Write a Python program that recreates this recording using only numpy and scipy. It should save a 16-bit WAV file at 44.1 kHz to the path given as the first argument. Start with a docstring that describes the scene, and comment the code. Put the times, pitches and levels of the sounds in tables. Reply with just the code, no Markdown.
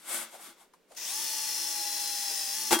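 """A cordless drill bores a pilot hole through a drum's thin steel lid, close to a stereo microphone.
First a sleeve sweeps past and a hand settles on the rim. The motor spins up and sags under load, its
gears whining while the bit scrapes and squeals. The bit breaks through, the chuck slams on the lid
and the drum rings. Behind it all lies the quiet room tone of a workshop."""
import sys
import numpy as np
from scipy import signal
from scipy.fft import rfft, irfft
from scipy.io import wavfile
from scipy.ndimage import uniform_filter1d

SR = 44100
rng = np.random.default_rng(int(sys.argv[2]) if len(sys.argv) > 2 else 0)


def master(y):
    """Save y as 16-bit WAV."""
    cut = np.clip(np.atleast_2d(y).T, -1, 1)
    pcm = np.round(cut * 32767)  # scale
    wavfile.write(sys.argv[1], SR, pcm.astype(np.int16))


N = 123479

# gear whine, following motor speed: (time [s], pitch [Hz])
WHINE_PITCH = [(1.0, 300.1), (1.06, 560.6), (1.09, 701.9), (1.11, 775.8), (1.142, 842.1), (1.192, 880.5),
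               (1.238, 887.3), (1.296, 873.8), (1.5, 856.8), (1.872, 826), (2.0, 826.6), (2.24, 814.2),
               (2.348, 797), (2.46, 787.7), (2.52, 798.7), (2.566, 865), (2.63, 878), (2.7, 851)]
# fundamental of the whine: (time [s], relative level [dB])
WHINE_LEVEL = [(1.06, -65), (1.13, -52.5), (1.2, -50.5), (1.236, -58), (1.35, -51.5), (1.49, -54),
               (1.53, -57), (1.72, -51), (1.81, -45.5), (1.98, -49.5), (2.2, -49.5), (2.36, -53),
               (2.69, -53.5)]
# gear mesh: (time [s], relative level [dB])
MESH_LEVEL = [(1.04, -60), (1.087, -46.5), (1.144, -54), (1.3, -45.5), (1.72, -49.5), (1.88, -45.5),
              (2.22, -46.5), (2.45, -54.5), (2.602, -47.5), (2.69, -49)]
# rotor hum: (time [s], relative level [dB])
HUM_LEVEL = [(1.09, -76), (1.2, -61), (1.42, -74), (1.6, -62), (2.45, -75), (2.64, -73)]
# other motor tones: (multiple of the whine, relative level running free [dB], under full load [dB])
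MOTOR_TONES = [(.774, -75.5, -63), (1.375, -62, -68), (1.688, -69, -70), (2, -60, -63.5), (2.375, -63, -59),
               (3.266, -57, -59), (3.38, -74, -58.5), (6, -53, -47), (6.203, -51.5, -51), (7.508, -67, -66),
               (11.203, -55, -63), (12, -49.5, -47.5), (12.572, -48.5, -53)]
# gear rattle and cutting: (frequency [Hz], relative level [dB])
GRIND_SPECTRUM = [(90, -60), (150, -30), (220, -22.5), (410, -29), (520, -13.5), (590, -28), (730, -23.5),
                  (930, -8), (1060, -21), (1160, -14.5), (1280, -23), (1450, -17), (2320, -16), (2950, -12),
                  (3400, -6), (3800, -10.5), (4550, -8.5), (5320, -2.5), (7310, -7), (10400, -7.5),
                  (12200, -11.5), (15800, -9)]
# chuck and gearbox resonances: (frequency [Hz], nominal width [Hz], level [dB])
HOUSING_MODES = [(634, 11, -70.5), (1730, 40, -65.5), (1935, 100, -55.5), (2434, 38, -59.5),
                 (2635, 23, -58.5), (2798, 66, -63), (5270, 160, -48), (6220, 220, -58), (6170, 550, -45),
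                 (10640, 2700, -61)]
# the bit chattering as the hole deepens: (time [s], level [dB])
CHATTER_LEVEL = [(.96, -70), (1.15, -55), (1.5, -41), (1.9, -43.5), (2.24, -42.5), (2.3, -40.5),
                 (2.49, -41.5), (2.57, -45), (2.72, -46)]
# lid and drum: (frequency [Hz], relative level [dB], t60 before damping [s])
LID_MODES = [(176.7, -5.5, 0.83), (227, -2.5, 0.43), (345, 2.5, 0.32), (658, -3, 0.39), (836, 3.5, 0.35),
             (959, 1, 0.41), (1150, -2, 0.79), (1412, 0.5, 0.11), (1524, 0, 0.54), (1667, 2, 0.18),
             (2138, 2.5, 0.31), (2700, 0, 0.21), (3236, -2, 0.22), (3376, 6.5, 0.21), (3650, 1, 0.21),
             (9150, 1, 0.047)]
# the bit snags, breaks through and the chuck lands: (time [s], relative level [dB], treble gain [dB])
BLOWS = [(2.7091, -21.5, -5), (2.714, -24, -6.5), (2.721, -29.5, 5.5), (2.7281, -16.5, -5),
         (2.74, -35, 3.5), (2.754, -27, -7), (2.789, -37, 10)]
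# crash of sheet steel: (frequency [Hz], relative level [dB])
CRASH_SPECTRUM = [(35, -72), (60, -48), (160, -36), (215, -10), (280, -11), (345, -4), (663, -13),
                  (856, -3), (1030, -12), (1460, -9), (3020, -16.5), (3310, -17), (3900, -15.5),
                  (8820, -14.5), (15800, -22.5)]
# lid and bit sing as the sheet springs back: (time [s], level [dB], rise [s], t60 [s], pitch [Hz])
SPRING_BACK = [(2.715, -36, 0.0064, 0.27, 237), (2.732, -24, 0.0045, 0.1, 850),
               (2.733, -30.5, 0.017, 0.077, 345), (2.743, -31, 0.0057, 0.21, 3265),
               (2.77, -29, 0.0054, 0.087, 340)]
# sleeve and palm on the lid: (time [s], relative rub level [dB], relative hiss level [dB])
SLIDE_LEVELS = [(0.0, -60.5, -60), (0.038, -57, -58.5), (0.094, -42.5, -39.5), (0.144, -37.5, -33.5),
                (0.23, -43, -41.5), (0.28, -52.5, -63), (0.306, -57, -59.5), (0.352, -52, -51),
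                (0.382, -56.5, -60.5), (0.422, -52.5, -50.5), (0.47, -50.5, -52), (0.504, -54.5, -56.5),
                (0.558, -66, -76), (0.612, -61.5, -60.5), (0.64, -64.5, -67), (0.676, -76, -81),
                (0.72, -90, -93)]
# rub of the cloth: (frequency [Hz], relative level [dB])
RUB_SPECTRUM = [(60, -70), (125, -54), (230, -5), (390, -21), (560, -3), (780, -9), (1400, 1), (1700, -7),
                (2200, -0.5), (2450, -7.5), (3400, -4.5), (4200, -6.5), (5300, -7), (7300, -9), (9000, -21),
                (15800, -16.5)]
# hiss of the cloth: (frequency [Hz], relative level [dB])
HISS_SPECTRUM = [(4000, -33), (7300, -5.5), (8300, 0), (9700, -2), (12000, -4.5), (15800, -20)]
# soft bumps of hand and drill: (time [s], level [dB], rise [s], t60 [s], centre [Hz])
BUMPS = [(.115, -46, 0.015, 0.093, 620), (0.35, -48.5, 0.021, 0.17, 650), (.4, -54, 0.0056, 0.1, 674),
         (.485, -58.5, 0.014, 0.18, 273), (.622, -61.5, 0.043, 0.22, 796), (0.738, -58.5, 0.0019, 0.1, 980),
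         (0.923, -52.5, 0.016, 0.2, 600), (2.32, -51, 0.014, 0.12, 447)]
# light ticks of bit and trigger: (time [s], level [dB])
TICKS = [(0.736, -62.5), (0.917, -60), (0.935, -76), (.948, -55)]
# ticks and tightening grip: (frequency [Hz], relative level [dB])
TICK_SPECTRUM = [(200, -13), (1000, -3), (3000, -3), (6000, -3.5), (9000, -1.5), (15800, -15)]
# workshop room tone: (frequency [Hz], relative level [dB])
ROOM_SPECTRUM = [(20, -38), (130, -31), (175, -4), (240, -8), (380, -1.5), (680, -10.5), (1040, -13.5),
                 (3000, -18.5), (15800, -30.5)]
# likeness of left and right at the microphone: (frequency [Hz], correlation [0-1])
STEREO_LIKENESS = [(40, 0.53), (150, 0.75), (600, 0.72), (1400, 0.72), (2800, 0.64), (5600, 0.51),
                   (11000, 0.23), (15000, 0.23)]
# balance of the work at the microphone: (frequency [Hz], left minus right [dB])
LEFT_LEAN = [(600, 0.6), (1400, 1.5), (2800, 1.5), (5600, 4), (14000, 3.5)]
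# microphone rumble: (frequency [Hz], relative level [dB])
MIC_RUMBLE = [(10, -10), (25, 0), (60, -17), (120, -17), (400, -52)]

TRIGGER_S, FADE_IN_S, RELEASE_S, RUN_DOWN_T60_S = 0.96, 0.015, 2.744, 0.35
LOADED_HZ, FULL_SAG_HZ = 828, 89   # the whine's working pitch, and its drop under full load
HUM_ORDER, MESH_ORDER, SQUEAL_ORDER = .398, 5, 6.594   # multiples of the whine
CUTS_PER_CYCLE = .0655   # passes of a cutting edge per cycle of the whine
BIT_DAMPING, CHUCK_DAMPING, HAND_DAMPING = 1.1, 1.3, 2   # each contact divides the lid's t60 by this


def drill():
    """The trigger starts the motor; its speed drives whine, grinding and chatter until it is let go."""
    hz = in_time(WHINE_PITCH) * (1 + 0.0007 * drift(30))
    cycles, speed = np.cumsum(hz) / SR, hz / LOADED_HZ
    load = np.minimum((np.maximum.accumulate(hz) - hz) / FULL_SAG_HZ, 1)
    running = np.clip((clock() - TRIGGER_S) / FADE_IN_S, 0, 1) * hold(RELEASE_S, RUN_DOWN_T60_S)
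    return running * (whine(cycles, speed, load) + grind(cycles, speed) + chatter(cycles))


def whine(cycles, speed, load):
    """Gear and motor tones lock to the shaft; load shifts their balance, tooth play smears the highs."""
    def tone(multiple, db):
        stereo_phase = 0.31 * min(multiple / 5, 1) * drift(8) * np.array([[1], [-1]])
        smear = 1 + .04 * multiple * drift(250)
        phase = 2 * np.pi * (multiple * cycles + rng.random())
        wobble = 0.045 * multiple * drift(60)
        return from_db(db) * smear * sine(phase + stereo_phase + wobble)
    main = tone(1, in_time(WHINE_LEVEL) + drift(35))
    main += tone(MESH_ORDER, in_time(MESH_LEVEL) + 0.5 + 1.5 * drift(25))
    main += tone(HUM_ORDER, in_time(HUM_LEVEL) + 1.6 * drift(25))
    others = sum(tone(multiple, free_db + (loaded_db - free_db) * load + 1.6 * drift(25))
                 for multiple, free_db, loaded_db in MOTOR_TONES)
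    return main * np.minimum(speed / .7, 1) ** 1.3 + others * speed ** 1.3


def grind(cycles, speed, repeating_share=0.29):
    """Partly repeating tooth rattle and gritty cutting throb with the bit's edges; lid and housing ring."""
    cuts = cycles * CUTS_PER_CYCLE
    teeth = rng.standard_normal((2, 800))
    rattle = rms_one(np.array([np.interp(cuts % 1, np.linspace(0, 1, len(row)), row) for row in teeth]))
    force = np.sqrt(repeating_share) * spread(rattle) + np.sqrt(1 - repeating_share) * noise()
    throb_db = 0.34 * (np.sin(2 * np.pi * cuts) + np.sin(4 * np.pi * cuts))
    grit = rms_one(from_db(throb_db + drift(600)))
    cutting = from_db(-34) * colour(force * grit, GRIND_SPECTRUM)
    ring = from_db(-56.5) * rms_one(lid(noise(), BIT_DAMPING))
    housing = sum(from_db(db) * band(noise() * grit, hz, 2 * width) for hz, width, db in HOUSING_MODES)
    return (cutting + ring) * speed ** 0.83 + housing


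def chatter(cycles, catch_s=2.398, depth_db=5.5):
    """Each cutting edge catches with its own strength and draws a short squeal from the bit."""
    cuts = CUTS_PER_CYCLE * (cycles - np.interp(catch_s, clock(), cycles))   # one catch falls on catch_s
    catch_db = depth_db * (np.cos(2 * np.pi * cuts) + 0.39 * np.cos(4 * np.pi * cuts))
    uneven_db = rng.standard_normal(N)[np.round(cuts).astype(int)]
    squeal = sine(2 * np.pi * SQUEAL_ORDER * cycles + 0.57 * drift(80))
    scrape = from_db(-5.5) * band(noise(), hz=5190, width_hz=180)
    return from_db(in_time(CHATTER_LEVEL)) * rms_one(from_db(catch_db + uneven_db)) * rms_one(squeal + scrape)


def breakthrough(split_hz=980):
    """Each blow gives a short dense crash of sheet steel and sets the lid's modes ringing."""
    crash = colour(noise(), CRASH_SPECTRUM)
    low = signal.sosfiltfilt(signal.butter(2, split_hz, fs=SR, output="sos"), crash)
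    out = sum(swell(*shape) * sine(2 * np.pi * (hz * clock() + rng.random()))
              for *shape, hz in SPRING_BACK)
    force = np.zeros(N)
    for s, db, treble_db in BLOWS:
        treble = from_db(treble_db) * (crash - low) * decay(s, t60=0.11)
        out = out + from_db(db) * (low * decay(s, t60=0.068) + treble)
        force[int(s * SR)] = from_db(db)
    return out + from_db(-21.5) * lid(force, CHUCK_DAMPING)


def lid(force, damping, low_cut_hz=239):
    """The modes of the lid ring under a force; the thin sheet radiates little bass."""
    ring = 0
    for hz, db, t60 in LID_MODES:
        radius, angle = np.exp(-np.log(1000) * damping / (t60 * SR)), 2 * np.pi * hz / SR
        feedback = [1, -2 * radius * np.cos(angle), radius ** 2]
        ring = ring + from_db(db) * signal.lfilter([0, np.sin(angle)], feedback, force + 1e-18)
    return signal.sosfilt(signal.butter(4, low_cut_hz, "high", fs=SR, output="sos"), ring)


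def lid_drone(start_s=2.555, end_s=2.69, hz=226, db=-62):
    """As the tip pushes through, the thinning metal lets the lid hum on a low mode."""
    gate = uniform_filter1d(1. * ((clock() > start_s) & (clock() < end_s)), size=1500)
    return from_db(db + drift(20)) * gate * sine(2 * np.pi * hz * clock())


def sleeve():
    """Cloth and palm slide over the lid, hissing and rubbing its modes into sound."""
    rub_db, hiss_db = in_time(SLIDE_LEVELS, column=1) + 0.2, in_time(SLIDE_LEVELS, column=2) + 1
    grain = rms_one(from_db(0.5 * drift(500)))
    rub = colour(noise() * grain, RUB_SPECTRUM) + from_db(-7) * flexed(lid(noise(), HAND_DAMPING))
    hiss = colour(noise() * grain, HISS_SPECTRUM)
    return (from_db(rub_db) * rub + from_db(hiss_db) * hiss) * hold(SLIDE_LEVELS[-1][0], t60=.3)


def flexed(ring, pitch_share=0.01183):
    """Changing hand pressure bends the sheet, so its resonances wander."""
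    bent_time = clock() + pitch_share * np.cumsum(drift(9)) / SR
    return rms_one(np.array([np.interp(bent_time, clock(), channel) for channel in ring]))


def handling():
    """Hand and drill bump softly, bit and trigger tick, and the sleeve shifts as the grip tightens."""
    bumps = sum(swell(*shape) * band(noise(), hz, 0.68 * hz) for *shape, hz in BUMPS)
    grip = swell(s=.918, db=-62, rise=.026, t60=.33)
    ticks = sum(from_db(db) * decay(s, t60=0.13) for s, db in TICKS)
    return bumps + colour(noise(), TICK_SPECTRUM) * (grip + ticks)


def room_tone(db=-68):
    """The workshop's steady background, a faint low noise."""
    return from_db(db) * colour(noise(), ROOM_SPECTRUM)


def from_db(db):
    """Decibels to gain."""
    return 10 ** (np.asarray(db) / 20)


def rms_one(x):
    """Scale to unit rms."""
    return x / np.sqrt(np.mean(x ** 2) + 1e-20)


def sine(phase):
    """A pure tone; rms 1."""
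    return np.sqrt(2) * np.sin(phase)


def clock():
    """Time of every sample in seconds."""
    return np.arange(N) / SR


def in_time(rows, column=1):
    """Join a table's points in time by straight lines."""
    columns = np.transpose(rows)
    return np.interp(clock(), columns[0], columns[column])


def per_bin(points):
    """Read a table on a log-frequency axis."""
    hz, value = np.transpose(points)
    return np.interp(np.log(np.arange(N // 2 + 1) * SR / N + 1), np.log(hz), value)


def colour(x, spectrum):
    """Give a sound a spectrum; rms 1."""
    return rms_one(irfft(rfft(x) * from_db(per_bin(spectrum)), N))


def drift(rate_hz):
    """A smooth random wander; rms about 1."""
    knots = rng.standard_normal(N)
    return np.interp(clock() * rate_hz * 2, np.arange(N), knots) * np.sqrt(3 / 2)


def spread(pair):
    """Two unrelated signals become a stereo one, alike in the bass and diffuse in the treble."""
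    mid, side = rfft(pair)
    alike = per_bin(STEREO_LIKENESS)
    return irfft(mid + np.sqrt((1 - alike) / (1 + alike)) * side * [[1], [-1]], N)


def noise():
    """Broadband stereo noise."""
    return spread(rng.standard_normal((2, N)))


def band(x, hz, width_hz):
    """Two passes through a resonance, each width_hz wide; rms 1."""
    radius = np.exp(-np.pi * width_hz / SR)
    feedback = [1, -2 * radius * np.cos(2 * np.pi * hz / SR), radius ** 2]
    for _ in range(2):
        x = rms_one(signal.lfilter([1, 0, -1], feedback, x))
    return x


def decay(s, t60):
    """Sudden start at s, then a steady fall in dB."""
    age = clock() - s
    return (age >= 0) * from_db(-60 * np.maximum(age, 0) / t60)


def hold(s, t60):
    """Full level until s, then a steady fall in dB."""
    return np.maximum(clock() < s, decay(s, t60))


def swell(s, db, rise, t60):
    """Level of a soft push: it swells up to s and dies away."""
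    return from_db(db) * (decay(s, t60) + (clock() < s) * np.exp(-((clock() - s) / rise) ** 2))


def scene():
    """The work close up, its treble leaning left, over the quiet of the workshop."""
    work = drill() + lid_drone() + sleeve() + handling() + breakthrough()
    balance = from_db(per_bin(LEFT_LEAN) * np.array([[.5], [-.5]]))
    return irfft(rfft(work) * balance, N) + room_tone()


def record(dry):
    """The microphone adds a faint rumble; the top is cut steeply."""
    rumble_db, cutoff_hz = -83.5, 15950
    rumble = from_db(rumble_db) * colour(rng.standard_normal((2, N)), MIC_RUMBLE)
    return signal.sosfilt(signal.ellip(12, .1, 80, cutoff_hz, fs=SR, output="sos"), dry + rumble)


dry = scene()
out = record(dry)
master(out)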